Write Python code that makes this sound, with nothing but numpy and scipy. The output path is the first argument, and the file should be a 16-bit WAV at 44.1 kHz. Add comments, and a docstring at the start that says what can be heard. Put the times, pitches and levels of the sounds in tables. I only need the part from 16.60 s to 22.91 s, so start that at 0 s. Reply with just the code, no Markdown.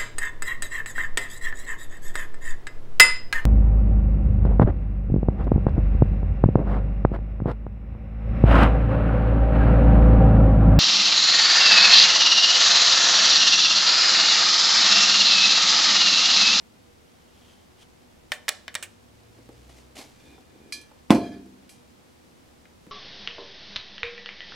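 """Steel blade and vessel in a workshop

A thin steel blade is wiped on a squeegee (uneven friction noise) and dropped on a paper-covered metal worktop,
where it clatters (clicks, decaying modes, noise). A stainless steel vessel is picked up, clinks (wall modes) and
is laid on its side with a clank that makes the worktop boom (low modes, noise). Diffuse echoes of a small
workshop, ventilation noise, hum and a motor gathering speed surround it; the microphone is close."""
import sys
import numpy as np
from scipy import signal
from scipy.fft import rfft, irfft, next_fast_len
from scipy.io import wavfile
from scipy.ndimage import uniform_filter1d

SR = 44100
rng = np.random.default_rng(int(sys.argv[2]) if len(sys.argv) > 2 else 0)


def materialize(psi):
    """Save the field psi as 16-bit PCM at rate SR to the path in sys.argv[1].

    A 1-D psi becomes a single channel; in a 2-D psi each row is a channel.
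    """
    bounded = np.clip(np.atleast_2d(psi).T, -1, 1)
    quanta = np.round(bounded * 32767).astype(np.int16)
    wavfile.write(sys.argv[1], SR, quanta)


N = 278271
TIME = np.arange(N) / SR
SHORT, MEDIUM, LONG = SR // 5, SR * 3 // 5, SR * 6 // 5  # sound lengths in samples: 0.2, 0.6, 1.2 s

# stereo width of close sounds: f/Hz, side minus mid level/dB
CLOSE_WIDTH = [(30, -22), (150, -25), (500, -17), (2000, -14), (8000, -10), (14000, -8)]
# modes of the vessel wall: f/Hz, level/dB, t60/s before the ring length factor
VESSEL_MODES = [(1120, -20, .2), (1717, -12, .42), (2356, -12, .3), (2419, 0, .17), (2424, -13, .36),
                (3225, -14, .36), (3273, -18, .26), (3545, -17, .22), (3946, -21, .3), (4093, -7, .16),
                (4388, -8, .22), (4720, -4, .15), (4957, -5, .15), (5110, -6, .12), (5846, -7, .16),
                (6169, -17, .22), (6304, -11, .15), (6627, -14, .16), (6800, -15, .15), (7564, -15, .17),
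                (7790, -18, .2), (8750, -17, .13), (9227, -19, .15), (9480, -13, .11), (10390, -23, .18),
                (11120, -16, .11)]


def from_db(db):
    """Decibels to amplitude."""
    return 10 ** (np.asarray(db) / 20)


def rms_one(x):
    """Scale to an rms of 1."""
    return x / np.sqrt(np.mean(x ** 2) + 1e-20)


def at_hz(points, hz):
    """Read a table on a log-frequency axis."""
    known_hz, values = np.transpose(points)
    return np.interp(np.log(np.maximum(hz, 1)), np.log(known_hz), values)


def add(out, s, sound):
    """Mix a sound in at time s."""
    start = round(s * SR)
    out[:, start:start + sound.shape[-1]] += sound[..., :N - start]


def panned(x, left_db):
    """Make the left channel left_db louder against the right."""
    return x * from_db(np.array([[left_db], [-left_db]]) / 2)


def dying(t60, size):
    """Envelope that loses 60 dB in t60 seconds."""
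    return np.exp(-np.log(1000) * TIME[:size] / t60)


def noise(colour, size=N, width=CLOSE_WIDTH):
    """Stereo noise of a given spectrum and of a width that depends on frequency; rms 1."""
    padded = next_fast_len(size, real=True)
    hz = np.fft.rfftfreq(padded, 1 / SR)
    mid, side = rfft(rng.standard_normal((2, padded))) * from_db(at_hz(colour, hz))
    side = side * from_db(at_hz(width, hz))
    left_right = irfft(mid + side * [[1], [-1]], padded)
    return rms_one(left_right[:, :size])


def puff(colour, t60):
    """Noise that starts at once and dies evenly."""
    return noise(colour, size=SHORT) * dying(t60, size=SHORT)


def burst(colour, decays, width=CLOSE_WIDTH, size=MEDIUM):
    """Countless modes struck at once: noise whose octaves die at their own rates."""
    spectrum = rfft(noise(colour, size=size, width=width))
    hz = np.fft.rfftfreq(size, 1 / SR)
    centres = 62.5 * 2 ** np.arange(9)
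    out = 0
    for centre, own in zip(centres, np.eye(len(centres))):
        weight = at_hz(np.c_[centres, own], hz)  # 1 at its own centre, 0 at the neighbours
        band = irfft(spectrum * weight, size)
        out = out + band * dying(at_hz(decays, centre), size=size)
    return out


def ring(modes, spread_db, size, length=1, place=0):
    """One blow: decaying sines with scattered strengths, and signs set by the place struck."""
    hz, db, t60 = np.transpose(modes)
    level, side = rng.standard_normal((len(modes), 2)).T
    sign = np.sign(np.cos(np.pi * place * hz))
    strength = sign * from_db(db + spread_db * level)
    # high modes differ more between the channels
    balance = 1 + side * from_db(at_hz(CLOSE_WIDTH, hz)) * [[1], [-1]]
    sines = np.sin(2 * np.pi * hz[:, None] * TIME[:size])
    return (strength * balance) @ (sines * dying(t60[:, None] * length, size=size))


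def radiate(x, corner_hz):
    """A plate hardly radiates waves longer than itself: a steep high-pass."""
    return signal.sosfilt(signal.butter(3, corner_hz, "high", fs=SR, output="sos"), x)


def strokes(rows, swell, release_s):
    """Strength of sliding movements: each swells over a share of its length, holds, then fades."""
    power = 0
    for start, length, db in rows:
        rise = np.clip((TIME - start) / (swell * length), 0, 1)
        fall = np.exp(-np.clip((TIME - start - length) / release_s, 0, 20))
        power = power + (from_db(db) * rise * fall) ** 2
    return np.sqrt(power)


def rubbing(strength, colour, grain_db):
    """Friction noise, made uneven by tiny catches and slips."""
    catches = rms_one(uniform_filter1d(rng.standard_normal(N), size=130))
    return strength * rms_one(noise(colour) * from_db(grain_db * catches))


def machines():
    """Ventilation noise with a softened treble, a steady hum of a few sines, and a motor."""
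    # hum: f/Hz, rms level/dB
    hum_tones = [(75.4, -81), (242.2, -70), (360.7, -75), (479.1, -73)]
    # spectrum of the ventilation: f/Hz, level per Hz/dB
    air_colour = [(12, -38), (20, -2), (32, -18), (70, 1.5), (141, -6.5), (240, -3), (268, -6.5), (355, -7),
                  (443, -12.5), (482, -8), (554, -12.5), (754, -13.5), (1150, -17.5), (3600, -24),
                  (15800, -32)]
    # stereo width of diffuse sound: f/Hz, side minus mid level/dB
    far_width = [(60, -8), (150, -1.5), (380, 2.5), (950, 3), (2380, 1), (5980, 0), (15000, -1)]
    air_db = -54.5  # rms ahead of the low-pass
    low_pass = signal.butter(1, 14000, fs=SR, output="sos")
    air = signal.sosfilt(low_pass, from_db(air_db) * noise(air_colour, width=far_width))
    hum = sum(from_db(db) * np.sin(2 * np.pi * (hz * TIME + rng.random())) for hz, db in hum_tones)
    return air + np.sqrt(2) * (hum + motor())  # sqrt(2): rms to peak of a sine


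def motor():
    """Unbalance grows with the square of the speed and shakes the mounting once and twice a turn."""
    # resonances of the mounting, which swell as the speed sweeps through them:
    # f/Hz, half-width at half amplitude/Hz, level/dB
    mounting = [(36.2, 2.8, -52), (61.55, 1.73, -48.5), (69.5, 2.6, -63.5), (97.7, 4.4, -48.5),
                (116.8, 8.8, -46.5), (131.6, 1.6, -57)]
    start_s, top_hz, lag_s = .625, 80.5, 1.7  # start, final turns per second, time constant
    second_order_db = -6
    speed = 1 - np.exp(-np.maximum(TIME - start_s, 0) / lag_s)  # share of top speed
    out = 0
    for order, order_db in enumerate((0, second_order_db), 1):
        shake_hz = order * top_hz * speed
        power = 0
        for hz, width, db in mounting:
            power = power + from_db(db) ** 2 / (1 + ((shake_hz - hz) / width) ** 2) ** 2
        shaking = np.sin(2 * np.pi * np.cumsum(shake_hz) / SR)
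        out = out + from_db(order_db) * np.sqrt(power) * shaking
    return speed ** 2 * out


def sleeve():
    """Cloth friction: a sleeve brushes past as the hand reaches over, above a constant faint rustle."""
    # strokes: start/s, length/s, level/dB
    passes = [(2.45, 0.73, -64), (3.09, 0.0058, -54.5), (3.135, 0.05, -56), (3.352, .008, -47.5),
              (3.36, 0.041, -44), (3.45, 0.31, -62.5)]
    # spectrum of the cloth: f/Hz, level per Hz/dB
    cloth_colour = [(120, -30), (200, -19.5), (253, 2.5), (333, -7.5), (798, -6), (1190, -13.5),
                    (1510, -18), (2060, -10), (5000, -12.5), (8350, -17.5), (9660, -20.5), (11400, -21),
                    (15500, -38)]
    rustle_db = -66  # clothes never lie quite still
    strength = np.hypot(from_db(rustle_db), strokes(passes, swell=.65, release_s=0.058))
    return rubbing(strength, cloth_colour, grain_db=2.0)


def wipe():
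    """Rubber friction: the blade is wiped along the squeegee, pressing harder until it slips off."""
    # strokes: start/s, length/s, level/dB
    wipes = [(.1, .95, -66.5), (.62, .32, -61.5), (1.165, 0.068, -53.5), (1.47, 0.051, -71)]
    # spectrum of the wiping: f/Hz, level per Hz/dB
    rubber_colour = [(400, -20), (1200, -5), (1900, -10), (2600, -7), (3100, 2), (3800, -7), (6000, -12),
                     (10000, -17), (16000, -30)]
    return rubbing(strokes(wipes, swell=0.89, release_s=0.0083), rubber_colour, grain_db=1.0)


def blade(rattle_db=-16, rattle_t60=0.063, click_low_hz=2400, click_high_hz=6000):
    """Each bounce is a hard click, a short clack and a brief edge chatter, all starting together."""
    # bounces: t/s, clack level/dB, click level/dB, chatter level before halving/dB, chatter t60/s
    taps = [(1.719, -8.5, -19, -23.5, 0.038), (1.735, -49, -37, -33, 0.12), (1.8821, -8.5, -20, -22, 0.05),
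            (1.8865, -26, -12, -24, 0.019), (1.8910, -12, -0.5, -11.5, 0.023),
            (2.0804, -18.5, -37, -40, .03), (2.1429, -58, -38, -29, 0.019),
            (2.1523, -28, -11, -12.5, 0.015), (2.1565, -13.5, -33, -39, .05),
            (2.2265, -28, -30, -23.5, 0.085)]
    # modes of the blade lying against the sheet: f/Hz, level/dB, t60/s
    blade_modes = [(617, -30, 0.081), (1122, -30.5, 0.075), (1774, -18, 0.062), (1800, -32, 0.11),
                   (2025, -17, 0.026), (2190, -12, 0.014), (2384, -14, 0.023), (3043, -12.5, 0.016),
                   (3670, -15, 0.019), (4520, -18, 0.006), (5350, -13.5, 0.0058)]
    # short rattle of the sheet under the blade: f/Hz, level per Hz/dB
    rattle_colour = [(100, -25), (350, -55), (600, 3), (850, -15), (1300, -8), (1850, 8), (2600, -10),
                     (3500, -1.5), (5500, -12), (15000, -55)]
    # edge chatter: f/Hz, level per Hz/dB
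    chatter_colour = [(150, -20), (500, -5.5), (1000, -7.5), (2500, 5.5), (5000, -8.5), (8000, 0),
                      (11000, -9.5), (16000, -17)]
    out = np.zeros((2, N))
    band_pass = signal.butter(1, [click_low_hz, click_high_hz], "band", fs=SR)
    click = signal.lfilter(*band_pass, signal.unit_impulse(SHORT))
    click = click / click.max()
    for s, clack_db, click_db, chatter_db, chatter_t60 in taps:
        clack = ring(blade_modes, spread_db=0.5, size=SHORT)
        clack = clack + from_db(rattle_db) * puff(rattle_colour, rattle_t60)
        add(out, s, radiate(from_db(click_db) * click + from_db(clack_db) * clack, corner_hz=550))
        add(out, s, from_db(chatter_db) * puff(chatter_colour, chatter_t60) / 2)
    return panned(out, left_db=-2.0)


def handling():
    """A hollow rumble of uneven friction as the vessel is reached for, tipped and carried."""
    # movements: start/s, length/s, level/dB
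    moves = [(2.55, 0.92, -64.5), (3.61, 0.13, -57), (3.84, .35, -57)]
    # spectrum of the rumble: f/Hz, level per Hz/dB
    hollow_colour = [(100, -42), (200, -3.5), (290, 4), (400, -1.5), (700, -17), (1500, -49), (5000, -67.5)]
    return rubbing(strokes(moves, swell=0.29, release_s=.07), hollow_colour, grain_db=3.0)


def bumps(skirt_db=-28):
    """Soft handling bumps: dull, damped touches of noise, each about an octave wide."""
    # bumps: t/s, level/dB, centre f/Hz
    touches = [(2.787, -45.5, 293), (2.891, -40.5, 317), (2.899, -56, 900), (3.095, -47, 600),
               (3.781, -45.5, 540), (4.313, -46, 651), (4.852, -48, 284), (6.054, -46.5, 1940),
               (6.268, -44.5, 220)]
    cycles, base_t60 = 18, .02  # t60 is a fixed time (s) plus so many cycles: low ones ring longer
    out = np.zeros((2, N))
    for s, db, hz in touches:
        colour = [(hz / 4, skirt_db), (hz / 1.3, 0), (hz * 1.3, 0), (hz * 4, skirt_db), (hz * 16, 2 * skirt_db)]
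        add(out, s, from_db(db) * puff(colour, base_t60 + cycles / hz))
    return out


def singing_wall(rows, colour):
    """Friction makes the damped wall sing faintly in its lower modes: noise through their ringing."""
    damped_wall = ring(VESSEL_MODES, spread_db=1, size=SHORT, length=.45)
    wall = signal.oaconvolve(noise(colour), damped_wall, axes=1)[:, :N]
    return strokes(rows, swell=0.37, release_s=0.042) * rms_one(wall)


def fingers():
    """Fingers slide on the vessel wall, then hold it; their friction excites the wall modes."""
    # slides: start/s, length/s, level/dB
    slides = [(3.53, 0.22, -61.5), (3.8, .3, -67.5)]
    # friction on the wall: f/Hz, level per Hz/dB
    finger_colour = [(1000, -14), (1700, 0), (2400, -7), (3200, -10), (3550, 13), (4100, -12), (5200, -16),
                     (12000, -20)]
    return singing_wall(slides, finger_colour)


def vessel(contact_t60=0.02):
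    """Each knock gives a short crack and sets the steel wall ringing; hand and worktop damp it."""
    # knocks: t/s, low modes level/dB, high modes level/dB, contact noise level before halving/dB,
    # ring length factor/1
    knocks = [(4.1236, -32, -37.5, -28, 1.13), (4.213, -69, -49.5, -50, 0.65),
              (4.5056, -34, -32, -7.5, .92), (4.548, -42.5, -46, -24, 1.36), (4.859, -75, -60, -60, 0.4),
              (5.0929, -57.5, -48, -37.5, 1.54)]
    # contact noise: f/Hz, level per Hz/dB
    contact_colour = [(300, -31), (1200, -12), (2200, 9), (4500, -4.5), (7500, -9.5), (11000, -22.5),
                      (16000, -23.5)]
    out, upper = np.zeros((2, N)), high_modes()
    for s, low_db, high_db, contact_db, length in knocks:
        low = ring(VESSEL_MODES, spread_db=1.5, size=MEDIUM, length=length, place=rng.random())
        high = ring(upper, spread_db=3.0, size=SHORT, length=length, place=rng.random())
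        add(out, s, from_db(low_db) * low)
        add(out, s, from_db(high_db) * high)
        add(out, s, from_db(contact_db) * puff(contact_colour, contact_t60) / 2)
    return panned(radiate(out, corner_hz=800), left_db=-1)


def high_modes(count=200):
    """The crowded upper modes of the thin wall, scattered in pitch and strength: f/Hz, level/dB, t60/s."""
    # overall spectrum of these modes: f/Hz, level per Hz/dB
    shimmer_colour = [(300, -26), (1200, -12), (2000, -6.5), (4600, -2.5), (7000, -1), (11000, -1),
                      (16000, -22)]
    # their decay: f/Hz, t60/s before the ring length factor
    shimmer_t60 = [(1000, 0.36), (4000, 0.24), (14000, 0.14)]
    hz = rng.uniform(2600, 14500, count)
    scatter_db = 4 * rng.standard_normal(count)
    db = at_hz(shimmer_colour, hz) + scatter_db - 10 * np.log10(count)  # power shared among them
    return np.c_[hz, db, at_hz(shimmer_t60, hz)]


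def worktop(pressing_db=-30):
    """The weight of the vessel presses the metal top in, then makes it boom and rattle."""
    # landings: t/s, boom level/dB, sheet rattle level before halving/dB
    landings = [(4.5053, -12.5, -12), (4.557, -46, -29)]
    # modes of the worktop: f/Hz, level/dB, t60/s
    top_modes = [(102, -16, .4), (122, -15, .3), (158, -11, .25), (181, -17, .2), (205, -8, .18),
                 (222, 0, .27), (243, 0, .22), (270, -2, .2), (290, -3, .18), (308, 1.5, .22),
                 (346, -2, .24), (412, -9, .25), (524, -9, .2), (565, -16, .25), (694, -15, .52),
                 (742, -21, .45), (780, -12, .14), (895, -10, .12), (1030, -10, .09), (640, 2, .012),
                 (950, 1, .008), (258, -22, 1.3), (279, -18, 1.05), (322, -19, .8), (388, -19, .6),
                 (196, -29, 1.4)]
    # crowded modes of the sheet: f/Hz, level per Hz/dB
    sheet_colour = [(30, -25), (70, -4), (160, -7), (300, 3), (500, -0.5), (900, 1.5), (1400, -5),
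                    (2500, -5.5), (5000, -19), (14000, -47)]
    # their decay: f/Hz, t60/s
    sheet_t60 = [(60, 0.52), (300, 1), (600, 0.21), (1000, 0.17), (2500, 0.12), (10000, 0.049)]
    first_touch_s = 4.4985  # the rim touches just before the full weight lands
    out = np.zeros((2, N))
    add(out, first_touch_s, from_db(pressing_db) * puff(sheet_colour, t60=0.036))
    for s, boom_db, rattle_db in landings:
        boom = radiate(ring(top_modes, spread_db=3.5, size=LONG), corner_hz=156.4)
        add(out, s, from_db(boom_db) * boom)
        add(out, s, from_db(rattle_db) * burst(sheet_colour, sheet_t60) / 2)
    return panned(out, left_db=-1.0)


def rolling_rim():
    """After landing, the rim rolls a little on the worktop; its friction excites the wall modes."""
    # rolls: start/s, length/s, level/dB
    rolls = [(4.57, .1, -49), (4.71, 0.029, -53)]
    # friction at the rim: f/Hz, level per Hz/dB
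    rim_colour = [(1000, -3), (1700, 1), (2400, -11.5), (3200, -3.5), (3550, -2), (4400, -14), (5500, -13),
                  (12000, -11.5)]
    return singing_wall(rolls, rim_colour)


def workshop(x, wet_db, build_s=0.0084):
    """Diffuse reflections build up shortly after the direct sound and fade."""
    # spectrum of the echo: f/Hz, level/dB
    room_colour = [(100, -24.5), (500, 11), (2000, -0.5), (6000, -1.5), (15000, -2.5)]
    # decay of the echo: f/Hz, t60/s
    room_t60 = [(100, 0.45), (500, 0.39), (2000, 0.33), (6000, 0.4), (14000, 0.14)]
    # stereo width of the echo: f/Hz, side minus mid level/dB
    room_width = [(100, -18), (400, -21), (1000, -9.5), (3000, -6.5), (12000, -4)]
    build_up = 1 - np.exp(-(TIME[:MEDIUM] / build_s) ** 2)
    echo = burst(room_colour, room_t60, width=room_width) * build_up
    echo = echo / np.sqrt(np.sum(echo ** 2) / 2)  # unit energy per channel on average
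    return x + from_db(wet_db) * signal.oaconvolve(x, echo, axes=1)[:, :N]


def scene():
    """Blows in the room, quiet handling sounds, machines behind."""
    background = machines()
    friction = sleeve() + wipe() + handling() + fingers() + rolling_rim()
    knocks = workshop(blade() + bumps() + vessel(), wet_db=-17)
    boom = workshop(worktop(), wet_db=-20)
    return background + friction + knocks + boom


def record(dry):
    """Loud peaks are rounded off by a tanh curve and the top is cut by a steep low-pass."""
    rounded = 1.337 * np.tanh(dry / 1.354)
    low_pass = signal.ellip(10, .1, 80, 15800, fs=SR, output="sos")  # 0.1 dB ripple, 80 dB stop, Hz
    return signal.sosfilt(low_pass, rounded)


dry = scene()
out = record(dry)
materialize(out)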